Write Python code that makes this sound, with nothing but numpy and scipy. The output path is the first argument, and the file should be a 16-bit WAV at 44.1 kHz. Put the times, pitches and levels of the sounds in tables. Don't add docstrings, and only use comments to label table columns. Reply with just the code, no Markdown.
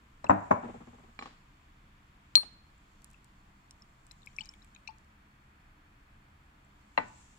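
import sys
import numpy as np
from scipy import signal
from scipy.io import wavfile
from scipy.ndimage import map_coordinates

SR = 44100
rng = np.random.default_rng(int(sys.argv[2]) if len(sys.argv) > 2 else 0)


def generate_wav(sig):
    pcm = np.round(np.clip(np.atleast_2d(sig).T, -1, 1) * 32767).astype(np.int16)
    wavfile.write(sys.argv[1], SR, pcm)


def volts(x):
    e = np.asarray(x, float) / 20
    return 10 ** e


N = 325782


def at_hz(points, hz, axis=1):
    points = np.array(points)
    return np.interp(np.log(hz), np.log(points[:, 0]), points[:, axis])


def rms_one(x):
    return x / np.sqrt(np.mean(x ** 2) + 1e-20)


def drift(rate_hz):
    knots = rng.standard_normal(int(rate_hz * N / SR) + 4)
    coarse = np.arange(0, N + 64, 64)
    return np.interp(np.arange(N), coarse, map_coordinates(knots, [coarse * rate_hz / SR], order=2))


def dying(clicks, t60_s):
    return signal.lfilter([1], [1, -volts(-60 / (t60_s * SR))], clicks + 1e-18)


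def add(out, start_s, wave):
    i = int(start_s * SR)
    out[:, i:i + wave.shape[1]] += wave[:, :N - i]


BAND_EDGES_HZ = 20 * 2 ** np.arange(0, 9.8, .5)
# pitch_hz, correlation
LIKENESS = [(60, .99), (130, .94), (290, .67), (640, -.34), (1410, -.19), (3100, 0)]


def noise_bands(size, lowest_hz=0):
    settle = SR // 4
    white = rng.standard_normal((2, 2, size + settle))
    for k, (low, high) in enumerate(zip(BAND_EDGES_HZ, BAND_EDGES_HZ[1:])):
        hz = np.sqrt(low * high)
        if hz > lowest_hz:
            band = signal.butter(3, [low, high], "band", fs=SR, output="sos")
            mid, side = signal.sosfilt(band, white[k % 2])[:, settle:]
            alike = np.clip(at_hz(LIKENESS, hz), -1, 1)
            yield hz, np.sqrt(1 + alike) * mid + np.sqrt(1 - alike) * side * [[1], [-1]]


# pitch_hz, level_db (per Hz)
VENT = [(12, -29), (20, 5), (81, -3.5), (101, -20), (130, -8.5), (154, -18), (228, -12.5), (255, -16),
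        (347, -22.5), (590, -26), (849, -13), (1810, -17.5), (2600, -21), (3740, -30.5), (7520, -45.5),
        (16000, -55.5)]
# pitch_hz, width_hz, level_db
FANS = [(75.88, 16, -8), (128.5, 9, -11), (199.4, 23, -10), (296.6, 27, -16), (4330, 40, -29)]


def ventilation(bands):
    vent = 0
    for hz, band in bands:
        vent = vent + volts(at_hz(VENT, hz) + 0.7 * drift(1)) * band
    vent = rms_one(vent)
    for hz, width_hz, level_db in FANS:
        r = np.exp(-np.pi * width_hz / SR)
        resonance = [1, -2 * r * np.cos(2 * np.pi * hz / SR), r * r]
        hum = signal.lfilter([1, 0, -1], resonance, rng.standard_normal(N))
        vent = vent + volts(level_db) * rms_one(hum)
    return volts(-61.5) * vent


# peak_s, level_db, rise_db_per_s, fall_db_per_s
HAND = [
    (.46, -72, 51, 61),
    (.72, -76, 28.5, 14),
    (2.41, -83, 39.5, 70),
    (3.0, -81, 24.5, 23),
    (4.44, -74.5, 19, 34),
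    (6.9, -88, 20, 15),
    (7.19, -66, 60, 32),
]


def hand_db():
    peak_s, level_db, rise, fall = np.transpose(HAND)[:, :, None]
    coarse_s = np.arange(0, N, 100) / SR
    swell_db = level_db + np.minimum(rise * (coarse_s - peak_s), fall * (peak_s - coarse_s))
    at_rest_db = -95
    power = volts(2 * swell_db).sum(axis=0) + volts(2 * at_rest_db)
    return np.interp(np.arange(N) / SR, coarse_s, 10 * np.log10(power))


# pitch_hz, level_db (per Hz)
RUSTLE = [(1800, -30), (2800, -7.5), (4000, -11), (6000, -5), (8600, -11), (12000, -31.5), (15000, -40)]


def glove_rustle(bands):
    rustle = 0
    for hz, band in bands:
        if hz > 2500:
            rustle = rustle + volts(at_hz(RUSTLE, hz) + 1.5 * drift(25)) * band
    rustle = rustle + 2.5 * signal.lfilter(*signal.iirpeak(7500, 5.0, fs=SR), rustle)
    creases = (rng.random(N) < 120 / SR) * rng.exponential(1, N)
    rustle = rms_one(rustle * (1 + .5 * dying(creases, .01)))
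    return volts(hand_db() - 2) * rustle


# pitch_hz, level_db, t60_s
ROOM = [(100, -16, .4), (400, -13, 0.32), (1500, -18, 0.61), (5000, -19, 0.4), (12000, -26.5, 0.4)]


def room(x):
    t = np.arange(SR * 3 // 4) / SR
    tail = 0
    for hz, band in noise_bands(len(t), lowest_hz=70):
        tail = tail + band * volts(at_hz(ROOM, hz) - 60 * t / at_hz(ROOM, hz, axis=2))
    build_up = 1 - np.exp(-t / 0.0099)
    return signal.fftconvolve(x[:1], 0.025 * tail * build_up, axes=1)[:, :N]


def ring(modes, gains, pan_db, lag_s, rise_s):
    hz, level_db, t60_s = np.array(modes, float).T[:, :, None, None]
    t60_s = np.clip(t60_s, .002, .5)
    length = int(t60_s.max() * SR * 0.71)
    t = np.maximum(np.arange(length) / SR - np.array([[0], [lag_s]]), 0)
    ears = volts(np.reshape(pan_db, (-1, 1, 1)) * [[.5], [-.5]])
    waves = np.exp(-np.log(1000) * t / t60_s) * np.sin(2 * np.pi * hz * t)
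    mix = np.sum(np.reshape(gains, (-1, 1, 1)) * volts(level_db) * ears * waves, axis=0)
    return mix * (1 - np.exp(-t / rise_s)) ** 2


def blows(contacts, brief, body, ears, lag_s, rise_cycles=0.99, spread_db=1.5, level_db=-5.5):
    out, modes = np.zeros((2, N)), np.array(brief + body, float)
    mode_hz = modes[:, 0]
    long_ring = np.arange(len(modes)) >= len(brief)
    for start_s, peak_db, hard_hz, ring_db, _ in contacts:
        chance = volts(spread_db * rng.standard_normal(len(modes))) * (-1) ** np.arange(len(modes))
        reach = 1 / (1 + (mode_hz / hard_hz) ** 4)
        gains = volts(peak_db + level_db + ring_db * long_ring) * chance * reach
        add(out, start_s, ring(modes, gains, at_hz(ears, mode_hz), lag_s, rise_cycles / hard_hz))
    return out


def of_hardness(contacts, hard_hz):
    return [(s, peak_db, hard_hz, ring_db, clatter_db) for s, peak_db, ring_db, clatter_db in contacts]


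# pitch_hz, pan_db
RACK_EARS = [(100, 0), (300, 0), (600, 5), (740, 9), (870, -6), (1010, 9), (1250, -3), (1900, 5),
             (4400, .5), (8120, 7)]


def clatter(bodies, bands):
    out = np.zeros((2, N))
    for hz, band in bands[4:]:
        level = 0
        for contacts, table in bodies:
            start_s, peak_db, _, _, clatter_db = np.transpose(contacts)
            chance_db = 1.5 * rng.standard_normal(len(start_s))
            clicks = np.zeros(N)
            clicks[(start_s * SR).astype(int)] = volts(peak_db + clatter_db + at_hz(table, hz) + chance_db)
            quick = dying(clicks, at_hz(table, hz, axis=2))
            slow = volts(at_hz(table, hz, axis=3)) * dying(clicks, at_hz(table, hz, axis=4))
            level = level + quick + slow
        swell = np.exp(-hz / SR * 1.1)
        level = signal.lfilter([(1 - swell) ** 2], [1, -2 * swell, swell ** 2], level)
        ears = volts(at_hz(RACK_EARS, hz) * np.array([[.5], [-.5]]))
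        out += level * rms_one(band) * ears
    return out


# start_s, level_db, ring_db, clatter_db
SET_DOWN = [
    (6.976, -15.5, -12, -11),
    (6.983, -21, -8, -19),
]
# pitch_hz, level_db, t60_s
TAP = [(465, -9, .03), (608, -5, .03), (760, -2, .035), (910, -2, .05), (1025, -2, .03), (1220, -6, .02),
       (1950, 3, .025), (2690, -6, .022), (4080, -8, .035)]
BENCH = [(242, -8, .2), (290, -8, .1), (608, -12, .2), (791, -8, .14), (888, 0, .14), (1066, -10, .2),
         (1168, -6, .07), (1367, -16, .2), (1486, -6, .3), (1800, -11, .3), (1965, -5, .15),
         (2300, -14, .2), (2476, -21, .2), (2676, -24, .15)]
# pitch_hz, pan_db
BENCH_EARS = [(200, 1), (470, 2), (750, 9), (1020, 12), (1220, -2), (1950, -11), (2690, 15), (4080, 2)]
# pitch_hz, level_db, quick_t60_s, slow_db, slow_t60_s
BENCH_CLATTER = [(119, -22.5, 0.044, -15.5, 1), (444, -10.5, 0.05, -20, 0.26),
                 (1000, -3.5, 0.045, -15, 0.28), (2380, -10, 0.034, -16, .3), (3200, -20, .03, -16, .25),
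                 (5000, -27.5, 0.016, -18.5, 0.62), (11000, -62, 0.023, -6, .2)]


def set_down():
    contacts = of_hardness(SET_DOWN, 5000)
    return blows(contacts, TAP, BENCH, BENCH_EARS, 0.00066, rise_cycles=1.0), (contacts, BENCH_CLATTER)


# start_s, level_db, hardness_hz, clatter_db
DRAWING_OUT = [(1.19, -35, 5000, -11), (1.211, -37, 1300, -20), (1.2235, -35, 3000, -14),
               (1.2315, -42, 1500, -15), (1.257, -36, 1900, -15), (1.2645, -42, 1000, -20),
               (1.2725, -44, 1500, -18), (1.287, -56, 1100, -14), (1.308, -56, 1200, -14),
               (1.329, -57, 1200, -14), (2.374, -36, 6000, -12), (2.43, -43, 1400, -6)]
# pitch_hz, level_db, t60_s
FULL_TUBE = [(240, -9, .05), (470, -14, .04), (810, -9, .05), (1110, -2, .03), (1250, -5, .03),
             (1750, -9, .02), (2320, 3, .022), (2980, -5, .02), (4970, -14, .015)]
# pitch_hz, pan_db
TUBE_EARS = [(300, 0), (810, -3), (1110, 8), (1250, -10), (2320, -5), (2980, 4), (5000, 5)]


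def drawn_tube():
    contacts = [(s, peak_db, hard_hz, 0, clatter_db) for s, peak_db, hard_hz, clatter_db in DRAWING_OUT]
    return blows(contacts, [], FULL_TUBE, TUBE_EARS, .00015, level_db=-1.5), contacts


# start_s, level_db, ring_db, clatter_db
CLINK = [
    (2.3546, -11, -1, -31),
]
# pitch_hz, level_db, t60_s
CRACK = [(2500, -9, 0.0032), (4033, .8, .02), (3200, -11, 0.002), (4900, -7, .004), (5700, -5, .004),
         (6400, -2, .005), (8000, -13, .004)]
GLASS = [(4225, 1, .12), (4231, -33, .5), (4209, -32, .5), (4333, -14, .1), (8577, -40, .28),
         (8817, -22, .18), (8793, -27, .15), (10257, -20, .14), (11765, -27, .06), (13310, -42, .25)]
# pitch_hz, pan_db
GLASS_EARS = [(2400, 2.5), (4100, 6), (4209, -12), (4225, 7), (4231, 13), (4300, 5), (8580, 2), (8800, -7),
              (10260, -14), (13000, 4)]
# pitch_hz, level_db, quick_t60_s, slow_db, slow_t60_s
TUBE_CLATTER = [(90, -40, .04, -15.5, .3), (250, -16, 0.027, -12, 0.22), (1030, -2.5, 0.0082, -15, 0.17),
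                (2500, -2.5, 0.022, -22, 0.24), (4500, -12, 0.03, -12, .3), (7900, -23, 0.021, -16.5, 0.16),
                (12000, -41, .02, -15, 0.19)]


def glass_clink():
    contacts = of_hardness(CLINK, 12065)
    return blows(contacts, CRACK, GLASS, GLASS_EARS, .00037, rise_cycles=.4, level_db=0.0), contacts


# start_s, level_db, pitch_hz, pan_db
GLUGS = [
    (4.409, -50.5, 872, 6),
    (4.887, -47.5, 876, 25),
    (4.884, -54, 1100, 16),
]
PLOPS = [
    (4.2715, -43, 2244, 11),
    (4.385, -32, 2301, 12),
    (4.8755, -41, 2411, 14),
    (4.884, -49, 2481, 8),
]
POPS = [
    (0.2664, -41, 2650, 7.9),
    (3.1428, -56, 2618, 20),
    (4.4073, -33, 2958, 13.5),
    (4.5367, -53, 2252, 7),
    (4.761, -51, 2484, 13),
]


def spray():
    drops = []
    for start_s, peak_db, _, pan_db in PLOPS[:3] + POPS[2:3]:
        for late, pitch in rng.random((8, 2)):
            hz = 2800 * (6500 / 2800) ** pitch
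            drops.append((start_s + .008 + .065 * late ** 2, peak_db - 21 - 6 * late, hz, pan_db))
    return drops


# start_s, level_db, pitch_hz, pan_db
DRIPS = [(3.8208, -49, 5372, 0), (4.1112, -48, 3986, 22), (4.112, -47, 5275, 5), (4.111, -56, 2051, 2),
         (4.112, -59, 2540, 11), (4.2188, -59, 3970, 13.5), (4.231, -55, 3660, 10), (4.258, -58, 5300, 5),
         (4.274, -58, 5000, 8), (4.364, -46, 5682, 6), (4.367, -54, 8360, -2), (4.386, -52, 3997, 9),
         (4.388, -52, 5300, 8), (4.408, -51, 7838, 12), (4.413, -42, 4440, 11), (4.457, -52, 5211, 5),
         (4.49, -39, 5394, 3), (4.5123, -60, 7466, 5), (4.537, -57, 3316, 14), (4.539, -57, 3717, 8),
         (4.6202, -57, 3892, 16), (4.6265, -56, 5260, 4), (4.645, -59, 2384, 7), (4.748, -50, 6629, -5),
         (4.749, -58, 3090, 7), (4.749, -59, 2379, 9), (4.75, -51, 3800, 5), (4.762, -57, 3189, 8),
         (4.762, -56, 3850, 14), (4.874, -52, 4013, 22), (4.874, -50, 5593, 6), (4.878, -48, 4220, 20),
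         (4.878, -46, 5808, 12), (4.896, -58, 4500, 8)]
TICKS = [(3.0195, -58, 7480, 2.5), (3.044, -44, 9100, -6), (3.1023, -58, 7750, 2), (3.1123, -57, 8600, 10),
         (3.1323, -58, 7400, -1), (3.2445, -55, 7700, 2.2), (3.709, -43, 5420, -3.5),
         (4.0667, -55.5, 8170, 13), (4.1165, -50, 6450, 11), (4.2617, -49, 12400, 16),
         (4.4563, -46, 6060, 7), (4.47, -62, 4160, 5), (4.538, -60, 9000, 0), (3.71, -52, 7800, 14),
         (5.045, -64, 4500, 5), (4.6453, -53, 7400, -4), (4.9841, -61, 6500, 2.2)]
# start_s, level_db, pan_db
SNAPS = [(0.2897, -49.5, 12), (0.3361, -58, 10), (1.2074, -61, 10), (2.5314, -68, 13.5), (2.7794, -65, 2.5),
         (4.5825, -69, .1), (.243, -52, 12), (5.4394, -76, 3.5), (6.6473, -66.5, 13), (7.0833, -53, 6),
         (7.158, -60, 11), (7.1826, -64, 19)]
# start_s, level_db, pitch_hz, t60_s
TINKLES = [(.243, -50, 4015, .03), (.244, -52, 5500, .02), (.2955, -51.5, 6200, .07),
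           (.2965, -55.5, 8600, 0.019), (.3055, -51.5, 6070, 0.055), (.5139, -59.5, 6620, .12),
           (.5125, -53.5, 5800, .035), (1.191, -49, 4045, .07), (1.192, -72, 7170, .15),
           (1.226, -68, 5620, .2), (1.232, -62, 4040, .3), (1.372, -74, 4400, .1)]


def splashes():
    snaps = [(s, peak_db, 7300, pan_db) for s, peak_db, pan_db in SNAPS]
    kinds = [
        (GLUGS, (0.084, -41, 1.07, -5)),
        (PLOPS, (.024, -21.5, 1.11, 5)),
        (POPS, (.024, -21.5, 1.07, -12)),
        (DRIPS + spray(), (.016, 4, 1.07, -12)),
        (TICKS, (0.0027, 16.8, 1.07, -9)),
        (snaps, (.005, -3, 1.07, -9))]
    events = [(s, peak_db, hz, *kind, pan_db) for rows, kind in kinds for s, peak_db, hz, pan_db in rows]
    return events + [(*row, -15, 1.07, -15, 4.5) for row in TINKLES]


# pitch_hz, level_db, t60_s
AIR_COLUMN = [(870, -26, .06), (2550, -22, .035), (4100, -22, .04), (5600, -24, .035), (7500, -26, .03)]


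def slurry():
    out, t = np.zeros((2, N)), np.arange(SR // 50) / SR
    for start_s, peak_db, hz, t60_s, spatter_db, ratio, second_db, pan_db in splashes():
        modes = np.array([(hz, 3, t60_s), (hz * ratio, second_db, .022)] + AIR_COLUMN)
        modes[2:, 0] *= 1 + .03 * rng.standard_normal(len(AIR_COLUMN))
        octaves_away = np.abs(np.log2(modes[:, 0] / hz))
        gains = volts(peak_db + 1.2 * rng.standard_normal(len(modes)) - 6 * octaves_away)
        gains[1] *= -1
        add(out, start_s, ring(modes, gains, pan_db, .0004, 1.5 / hz))
        edges_hz = [min(hz * 0.61, 5000), min(hz * 1.7, 15500)]
        bright = signal.butter(1, edges_hz, "band", fs=SR, output="sos")
        burst = rng.standard_normal((2, len(t))) * volts(-60 * t / 0.0034) * (t > .0005)
        add(out, start_s, volts(peak_db + spatter_db) * signal.sosfilt(bright, burst))
    return out


LANDINGS_S = [0.629, .683, 0.74, 0.802, 0.87, 0.928, .982, 1.03, 1.078]
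# start_s, level_db, ring_db, clatter_db
NUDGES = [
    (0.574, -42, 11, -23),
    (.654, -33, -2, -8),
]
# pitch_hz, level_db, t60_s
SWAY = [(195.6, -15, 0.16), (234, -1, 0.11), (483, -14, 0.096), (798, -3, 0.05), (1050, -9, 0.04)]
# pitch_hz, level_db, quick_t60_s, slow_db, slow_t60_s
SWAY_CLATTER = [(100, -26, 0.15, -20.5, .3), (240, -8, 0.033, -19.5, 0.07), (1000, -14.5, 0.07, -20, 0.13),
                (1450, -26, 0.03, -19, .3), (3000, -40, 0.12, -9.5, 0.4), (5500, -62, .1, -10, .3)]


def rocking_rack():
    first_foot = [(s, -28 - 2.8 * k, -2.5, -7.5) for k, s in enumerate(LANDINGS_S)]
    second_foot = [(s + 0.012, peak_db - 3, *rest) for s, peak_db, *rest in first_foot]
    contacts = of_hardness(first_foot + second_foot + NUDGES, 1002.7)
    sound = blows(contacts, [], SWAY, RACK_EARS, 0.00029, rise_cycles=2.5, spread_db=2.1)
    return sound, (contacts, SWAY_CLATTER)


# start_s, level_db, ring_db, clatter_db
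FIRST_KNOCK = [
    (0.242, -29, -14, -8),
    (0.2945, -6, -12, -14),
    (0.305, -8, -14, -19),
    (0.312, -16, -19, -24),
]
SECOND_KNOCK = [
    (0.506, -24, -20, -30),
    (0.5095, -8, -12, -13),
    (0.5145, -11, -16, -25),
]
# pitch_hz, level_db, t60_s
THUD = [(230, -6, .03), (600, -1, .03), (720, 4, .03), (865, 2, .03), (1005, 0, .03), (1260, -2, .025),
        (1865, -5, .02), (2666, -1, .015)]
SIDE_THUD = [(225, -5, .03), (400, -24, .03), (555, -8, .03), (683, 7, .035), (880, -1, .03),
             (1045, 0, .03), (1260, -4, .025), (1560, -3, .02), (2250, 8, .025)]
RACK_TOP = [(102, -8, .29), (195, -6, .25), (258, -8, .25), (301, -3, .25), (415, -16, .3), (608, -8, .22),
            (797, 0, .22), (904, -5, .28), (974, -3, .24), (1093, -12, .3), (1200, -12, .25),
            (1367, -6, .24), (1480, -4, .25), (2013, -18, .3)]
RACK_SIDE = [(151, -17, .3), (258, -7, .15), (382, -19, .15), (495, -5, .2), (705, -10, .4), (861, 0, .16),
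             (985, -4, .25), (1077, -1, .14), (1254, -2, .09), (1378, -6, .14), (1712, -14, .16),
             (1906, -3, .12), (2202, -4, .14)]
# pitch_hz, level_db, quick_t60_s, slow_db, slow_t60_s
RACK_CLATTER = [(70, -31, 0.13, -13.5, .3), (133.2, -11.5, 0.049, -19.5, 0.48),
                (300, -14.5, 0.05, -14, 0.41), (1000, 1, 0.029, -19, 0.3), (1836, -17.5, .06, -11.5, 0.57),
                (2897, -29, .04, -20, 0.24), (4823, -46.5, 0.044, -16, 0.25), (7500, -37, 0.028, -10, .2),
                (11200, -71.5, 0.044, -15.5, .2)]


def knocked_rack():
    first, second = of_hardness(FIRST_KNOCK, 1400), of_hardness(SECOND_KNOCK, 1400)
    sound = blows(first, THUD, RACK_TOP, RACK_EARS, 0.00069)
    sound += blows(second, SIDE_THUD, RACK_SIDE, RACK_EARS, 0.00071, rise_cycles=1.4)
    return sound, (first + second, RACK_CLATTER)


def scene():
    bands = list(noise_bands(N))
    bench, bench_clatter = set_down()
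    tube, brushes = drawn_tube()
    glass, clink = glass_clink()
    rocks, rock_clatter = rocking_rack()
    knocks, knock_clatter = knocked_rack()
    rack, close = knocks + rocks, tube + bench + slurry()
    crowd = clatter([knock_clatter, rock_clatter, (brushes + clink, TUBE_CLATTER), bench_clatter], bands)
    tail = room(rack + volts(-12) * glass + volts(-6) * close)
    return rack + glass + close + tail + crowd + ventilation(bands) + glove_rustle(bands)


def band_limit(x):
    return signal.sosfilt(signal.butter(12, 15600, fs=SR, output="sos"), x)


def record(dry):
    port = signal.lfilter(*signal.iirpeak(7550, 7.5, fs=SR), dry)
    heard = signal.sosfilt(signal.butter(2, 10500, fs=SR, output="sos"), dry + .9 * port)
    hiss = volts(-81.5) * rng.standard_normal(dry.shape)
    return band_limit(heard + hiss)


dry = scene()
out = record(dry)
generate_wav(out)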